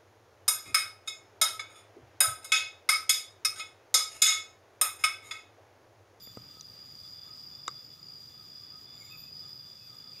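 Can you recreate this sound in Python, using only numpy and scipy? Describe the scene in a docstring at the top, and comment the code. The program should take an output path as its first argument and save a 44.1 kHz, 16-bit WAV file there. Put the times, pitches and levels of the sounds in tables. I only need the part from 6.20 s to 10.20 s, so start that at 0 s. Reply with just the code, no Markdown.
"""A forest floor by day. Throughout: crickets trill near 5 kHz by wing strokes and cicadas whine,
over distant rumble, air and insect sizzle. In the first 0.5 s soil crumbs tick, soft bumps land and
a far bird starts to pip. At 1.5 s a speck strikes a dry leaf close by, which cracks and rings.
Near 3 s a nearer cicada swells, a second bird whistles and the rumble rises. A last tick at 3.7 s."""
import sys
import numpy as np
from scipy import signal
from scipy.fft import rfft, irfft, next_fast_len
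from scipy.io import wavfile
from scipy.ndimage import map_coordinates

SR = 44100
rng = np.random.default_rng(int(sys.argv[2]) if len(sys.argv) > 2 else 0)


def log_audio(samples):
    """Write samples as a 16-bit WAV file to the path given in sys.argv[1]."""
    # one column per channel
    frames = np.atleast_2d(samples).T
    # limit to full scale, then quantise
    limited = np.clip(frames, -1, 1)
    pcm = np.round(limited * 32767).astype(np.int16)
    wavfile.write(sys.argv[1], SR, pcm)


N = 176400


def crickets():
    """Six trillers chirp as a crowd; soloists come and go; one sings above the rest."""
    # crowd envelope (time [s], level [dB])
    chorus = [(0.0, -54), (0.96, -50), (1.74, -51.5), (1.77, -58), (1.85, -47.5), (2.14, -53), (2.4, -49.5),
              (2.62, -53.5), (3.28, -50), (3.51, -53.5), (4.0, -49.5)]
    # one cricket stands out (start [s], length [s], pitch [Hz], level [dB])
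    soloists = [(0.68, 0.85, 4868, -53.5), (0.746, 0.27, 4986, -60), (1.429, 0.18, 4808, -51.5),
                (2.352, 1.17, 4864, -53), (3.107, 0.27, 4950, -51.5)]
    # louder spells of the highest cricket (start [s], length [s], level [dB])
    high_spells = [(1.124, 0.36, -58.5), (1.484, 0.28, -61), (2.274, 0.2, -62), (3.537, 0.15, -63)]
    crowd_hz, spread_hz, chirps_per_s = 4848, 125, 23
    crowd = 0
    for place in np.linspace(-1, 1, 6):
        hz = crowd_hz + spread_hz * place + 18 * wobble(10)
        voice = trill(hz, strokes_per_s=57 * np.exp(.15 * rng.normal()),
                      duty=0.81, sag_hz=49.6, scatter_hz=18, scatter_db=4)
        crowd += amp(-4 * place ** 2) * voice
    chirping = amp(1.3 * tone(chirps_per_s * (1 + wobble(20) / 4)))
    crowd = amp(curve(chorus)) * unit(crowd * chirping)
    solo = 0
    for s, length, hz, db in soloists:
        voice = trill(hz, strokes_per_s=80, duty=0.88, sag_hz=19, scatter_hz=4, scatter_db=2.5)
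        solo += amp(db) * spell(s, length) * voice
    high = trill(hz=5119, strokes_per_s=48, duty=1, sag_hz=0, scatter_hz=2.3, scatter_db=1.5)
    high *= amp(-67.5) + sum(amp(db) * spell(s, length) for s, length, db in high_spells)
    return forest(crowd + solo + high, wet_db=-6.5, side_db=-32)


def trill(hz, strokes_per_s, duty, sag_hz, scatter_hz, scatter_db):
    """Each wing stroke is a short sagging tone with its own strength and pitch."""
    strokes = np.cumsum(strokes_per_s * (1 + 0.0197 * wobble(5))) / SR + rng.random()
    count, u = np.divmod(strokes, 1)
    force, detune = rng.standard_normal((2, N))[:, count.astype(int)]
    envelope = arch(u / duty) * amp(scatter_db * np.tanh(force))
    return unit(envelope * tone(hz - sag_hz * (u - .5) + scatter_hz * detune))


def cicadas():
    """A drifting whine and its neighbour come in phrases; a nearer cicada swells and sags."""
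    # drone drift (time [s], pitch [Hz])
    drone_pitch = [(0, 3482), (.4, 3436.5), (.75, 3420.5), (1.1, 3473), (1.47, 3501), (2, 3463.5),
                   (2.6, 3420), (3, 3484.5), (3.25, 3503), (4, 3440)]
    # drone overtones (multiple, level [dB])
    overtones = [(2, -74), (4, -73)]
    # phrases of whine (start [s], length [s], level [dB])
    phrases = [(0.063, 0.07, -61), (0.268, 0.18, -75), (0.824, 0.061, -62), (0.93, 0.21, -68),
               (1.18, 0.069, -66), (1.303, 0.2, -69), (1.535, 0.1, -65), (1.698, 0.063, -71),
               (2.083, .13, -72), (2.246, 0.33, -74.5), (2.643, 0.15, -63), (2.913, 0.18, -71.5),
               (3.205, 0.12, -67.5), (3.38, 0.64, -70.5)]
    # nearer cicada (start [s], length [s], top pitch [Hz], level [dB])
    swells = [(-.2, .37, 3560, -63), (2.72, .17, 3580, -62), (2.825, .28, 3592, -65.5)]
    # its partials (multiple, relative level [dB])
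    partials = [(1, 1), (2, -2), (3, -17.5), (4, -2.5)]
    neighbour_hz, sag_hz = 3495, 85.8
    drone_hz = curve(drone_pitch)
    gain = amp(-72.5) + sum(amp(db) * spell(s, length) for s, length, db in phrases)
    flutter = amp(0.94 * wobble(120))
    whine = amp(-6) * tone(drone_hz) + tone(neighbour_hz + 22 * wobble(120))
    out = gain * unit(flutter * whine)
    for k, db in overtones:
        out += amp(db + 6 / k * wobble(18)) * buzz(k * drone_hz, rough_hz=40)
    for s, length, top_hz, db in swells:
        u = np.clip((clock() - s) / length, 0, 1)
        hz = top_hz - sag_hz * u ** 3
        for k, partial_db in partials:
            out += arch(u) * amp(db + partial_db + 6 * wobble(29.84)) * buzz(k * hz, rough_hz=k * 45)
    return forest(out, wet_db=0.5, side_db=-21)


def buzz(hz, rough_hz, clicks_per_s=115):
    """A rough whine, rippled by the clicks of a cicada's drum."""
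    whine = tone(hz + rough_hz * wobble(900))
    return unit(whine * amp(0.5 * tone(clicks_per_s + 2 * wobble(17))))


def litter():
    """Specks strike a dry leaf, the ground and soil crumbs, which ring in damped modes."""
    # leaf strikes (time [s], level [dB])
    taps = [(1.4792, -19.5)]
    # leaf modes (frequency [Hz], relative level [dB], t60 [s])
    leaf_modes = [(344, -20, 0.027), (487, -24.5, 0.049), (1171, -7, 0.031), (1243, -0.5, 0.026),
                  (1540, -10, 0.021), (2095, -9, 0.017), (2950, -7.5, 0.0083), (3720, 4, 0.0085),
                  (4860, -17, 0.011), (5320, -8.5, 0.012), (6040, -19, 0.018), (7070, -0.5, 0.0082),
                  (7188, -2.5, 0.0093), (7710, -9, 0.013)]
    # soft ground strikes (time [s], level [dB])
    bumps = [(0.073, -43.5), (.172, -30.5), (0.371, -45)]
    # ground modes (frequency [Hz], relative level [dB], t60 [s])
    ground_modes = [(119, -10.5, 0.15), (215, 5, 0.011), (430, -4.5, 0.016), (1260, -11.5, 0.042)]
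    # soil crumbs (time [s], main mode [Hz], level [dB], t60 [s])
    ticks = [(0.074, 1890, -48, 0.0062), (0.17, 2090, -46.5, 0.0078), (.1715, 7550, -50, 0.012),
             (0.4097, 5880, -33.5, 0.012), (3.745, 8165, -56.5, .025)]
    highpass_hz, crunch_width_hz = 90, 1100
    out = 0
    for s, db in taps:
        crack = lowpass(grit(s, t60=0.0058), hz=7960)
        out += amp(db) * (ring(s, leaf_modes, attack_s=0.0014) + amp(-6) * crack)
    thuds = sum(amp(db) * ring(s, ground_modes, attack_s=0.00052) for s, db in bumps)
    out += filtered(thuds, lambda f: (1j * f / (highpass_hz + 1j * f)) ** 2)
    for s, hz, db, t60 in ticks:
        crunch = filtered(grit(s, t60), lambda f: 1 / (1 + ((f - hz) / crunch_width_hz) ** 2))
        crumb_modes = [(hz, 0, t60), (hz * 0.685, -4, t60)]
        out += amp(db) * (ring(s, crumb_modes, attack_s=0.00027) + 1.6 * crunch)
    return forest(out, wet_db=-21.5, side_db=-17)


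def ring(s, modes, attack_s):
    """Damped modes struck at time s."""
    t = np.maximum(clock() - s, 0)
    attack = 1 - np.exp(-(t / attack_s) ** 2)
    return attack * sum(amp(db - 60 * t / t60) * np.sin(2 * np.pi * hz * t) for hz, db, t60 in modes)


def grit(s, t60):
    """A puff of noise decaying from time s."""
    t = np.maximum(clock() - s, 0)
    return rng.standard_normal(N) * (t > 0) * amp(-60 * t / t60)


def birds():
    """Soft pips and a few whistles from far among the trees."""
    # first bird (start [s], level [dB])
    pips = [(0.33, -62), (0.81, -68.5), (1.06, -63.5), (1.52, -69.5), (1.74, -67.5), (2.16, -64.5),
            (2.51, -63), (2.89, -64), (3.2, -67.5), (3.68, -65.5), (3.83, -66.5)]
    # second bird (start [s], length [s], pitch [Hz], level [dB], pitch roughness [Hz])
    whistles = [(2.799, 0.043, 2234, -59, 86.5), (2.86, 0.027, 2220, -63, 100),
                (2.896, 0.057, 2575, -52, 34.8), (2.932, 0.037, 2390, -60, 109),
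                (2.973, 0.13, 2565, -63, 41.3), (3.566, 0.11, 2570, -67, 30),
                (3.925, 0.11, 2470, -64.5, 201)]
    pip_s, pip_hz = 0.096, 1257
    t = clock()
    out = sum(amp(db) * arch((t - s) / pip_s) for s, db in pips) * tone(pip_hz + 28 * wobble(200))
    for s, length, hz, db, rough_hz in whistles:
        out += amp(db) * arch((t - s) / length) * tone(hz + rough_hz * wobble(400))
    return forest(out, wet_db=-0.5, side_db=-10)


def background():
    """Distant swelling rumble, air and the sizzle of countless far insects."""
    # air and rumble spectrum (frequency [Hz], relative density [dB])
    air_spectrum = [(15, -57), (25, -14), (49, -18), (77, -7.5), (121, 1.5), (188, -7.5), (344, -12.5),
                    (1020, -19), (1250, -12), (1360, -19.5), (3100, -21.5), (4030, -56), (6820, -120)]
    # rumble envelope (time [s], gain [dB])
    rumble_swell = [(0, 1), (2.65, -2), (3.05, 3), (3.5, -2.5)]
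    # treetop insect spectrum (frequency [Hz], relative density [dB])
    sizzle_spectrum = [(2600, -37), (3200, -4), (3550, -0.5), (4500, -3.5), (5600, -2.5), (5950, 1),
                       (6500, -10), (6950, -4), (8200, -10.5), (10000, -12), (13000, -18), (13700, 1.5),
                       (14300, -15), (15500, -4.5)]
    noise = rush(air_spectrum)
    rumble = lowpass(noise, hz=189)
    air = (noise - rumble) * amp(0.92 * wobble(10))
    sizzle = amp(-62.5 + 1.4 * wobble(16)) * rush(sizzle_spectrum)
    return amp(-60) * (air + rumble * amp(curve(rumble_swell))) + sizzle


def rush(spectrum):
    """Shaped stereo noise of rms 1."""
    # left-right likeness (frequency [Hz], correlation)
    alike = [(30, 0.61), (100, 1), (500, 0.8), (2500, 0.44), (5000, 0.93), (9000, 0.7), (14000, 0.85)]

    def response(hz):
        angle = np.arccos(np.clip(along(alike, hz), -1, 1)) / 2
        return amp(along(spectrum, hz)) * [np.cos(angle), np.sin(angle)]

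    mid, side = filtered(rng.standard_normal((2, N)), response)
    return unit(np.array([mid + side, mid - side]))


def forest(x, wet_db, side_db):
    """Direct sound plus scatter from trunks and leaves, in stereo."""
    # scatter decay (frequency [Hz], t60 [s])
    decay = [(200, 0.033), (3000, 0.28), (14000, 0.18)]
    hz, t, noise = signal.stft(rng.standard_normal((2, SR // 2)), SR, nperseg=256)
    tail = signal.istft(noise * amp(-60 * t / along(decay, hz)[:, None]), SR, nperseg=256)[1]
    tail /= np.linalg.norm(tail[0])
    mid, side = amp(wet_db) * signal.fftconvolve(x[None], tail, axes=1)[:, :N]
    return (x + mid + amp(side_db) * np.array([side, -side])) / np.hypot(1, amp(wet_db))


def amp(db):
    """Decibels to gain."""
    return 10 ** (np.asarray(db) / 20)


def unit(x):
    """Scale to rms 1."""
    return x / np.sqrt(np.mean(x ** 2) + 1e-20)


def clock():
    """Sample times in s."""
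    return np.arange(N) / SR


def along(points, hz):
    """(Hz, value) points read on a log axis."""
    f, v = np.transpose(points)
    return np.interp(np.log(hz + 1), np.log(f + 1), v)


def curve(rows):
    """(s, value) points read at every sample."""
    return np.interp(clock(), *np.transpose(rows))


def wobble(knots_per_s):
    """Smooth random curve."""
    return map_coordinates(rng.standard_normal(8192), [clock() * knots_per_s + 4], mode="wrap")


def tone(hz):
    """Sine of rms 1 along a pitch curve."""
    return np.sqrt(2) * np.sin(2 * np.pi * (np.cumsum(hz) / SR + rng.random()))


def arch(u):
    """Half-sine over u = 0 to 1."""
    return np.sin(np.pi * np.clip(u, 0, 1))


def spell(s, length, edge_s=0.028):
    """Gate with linear edges, opening at time s."""
    t = clock() - s
    return np.clip(np.minimum(t, length - t) / edge_s, 0, 1)


def filtered(x, response):
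    """Apply a frequency response."""
    m = next_fast_len(N + SR // 2)
    return irfft(rfft(x, m) * response(np.fft.rfftfreq(m, 1 / SR)), m)[..., :N]


def lowpass(x, hz):
    """Zero-phase low-pass, 24 dB per octave."""
    return filtered(x, lambda f: 1 / (1 + (f / hz) ** 4))


def scene():
    """All sources summed."""
    return crickets() + cicadas() + birds() + litter() + background()


def record(dry):
    """Hard band limit."""
    top_hz = 15560
    return filtered(dry, lambda hz: hz < top_hz)


dry = scene()
out = record(dry)
log_audio(out)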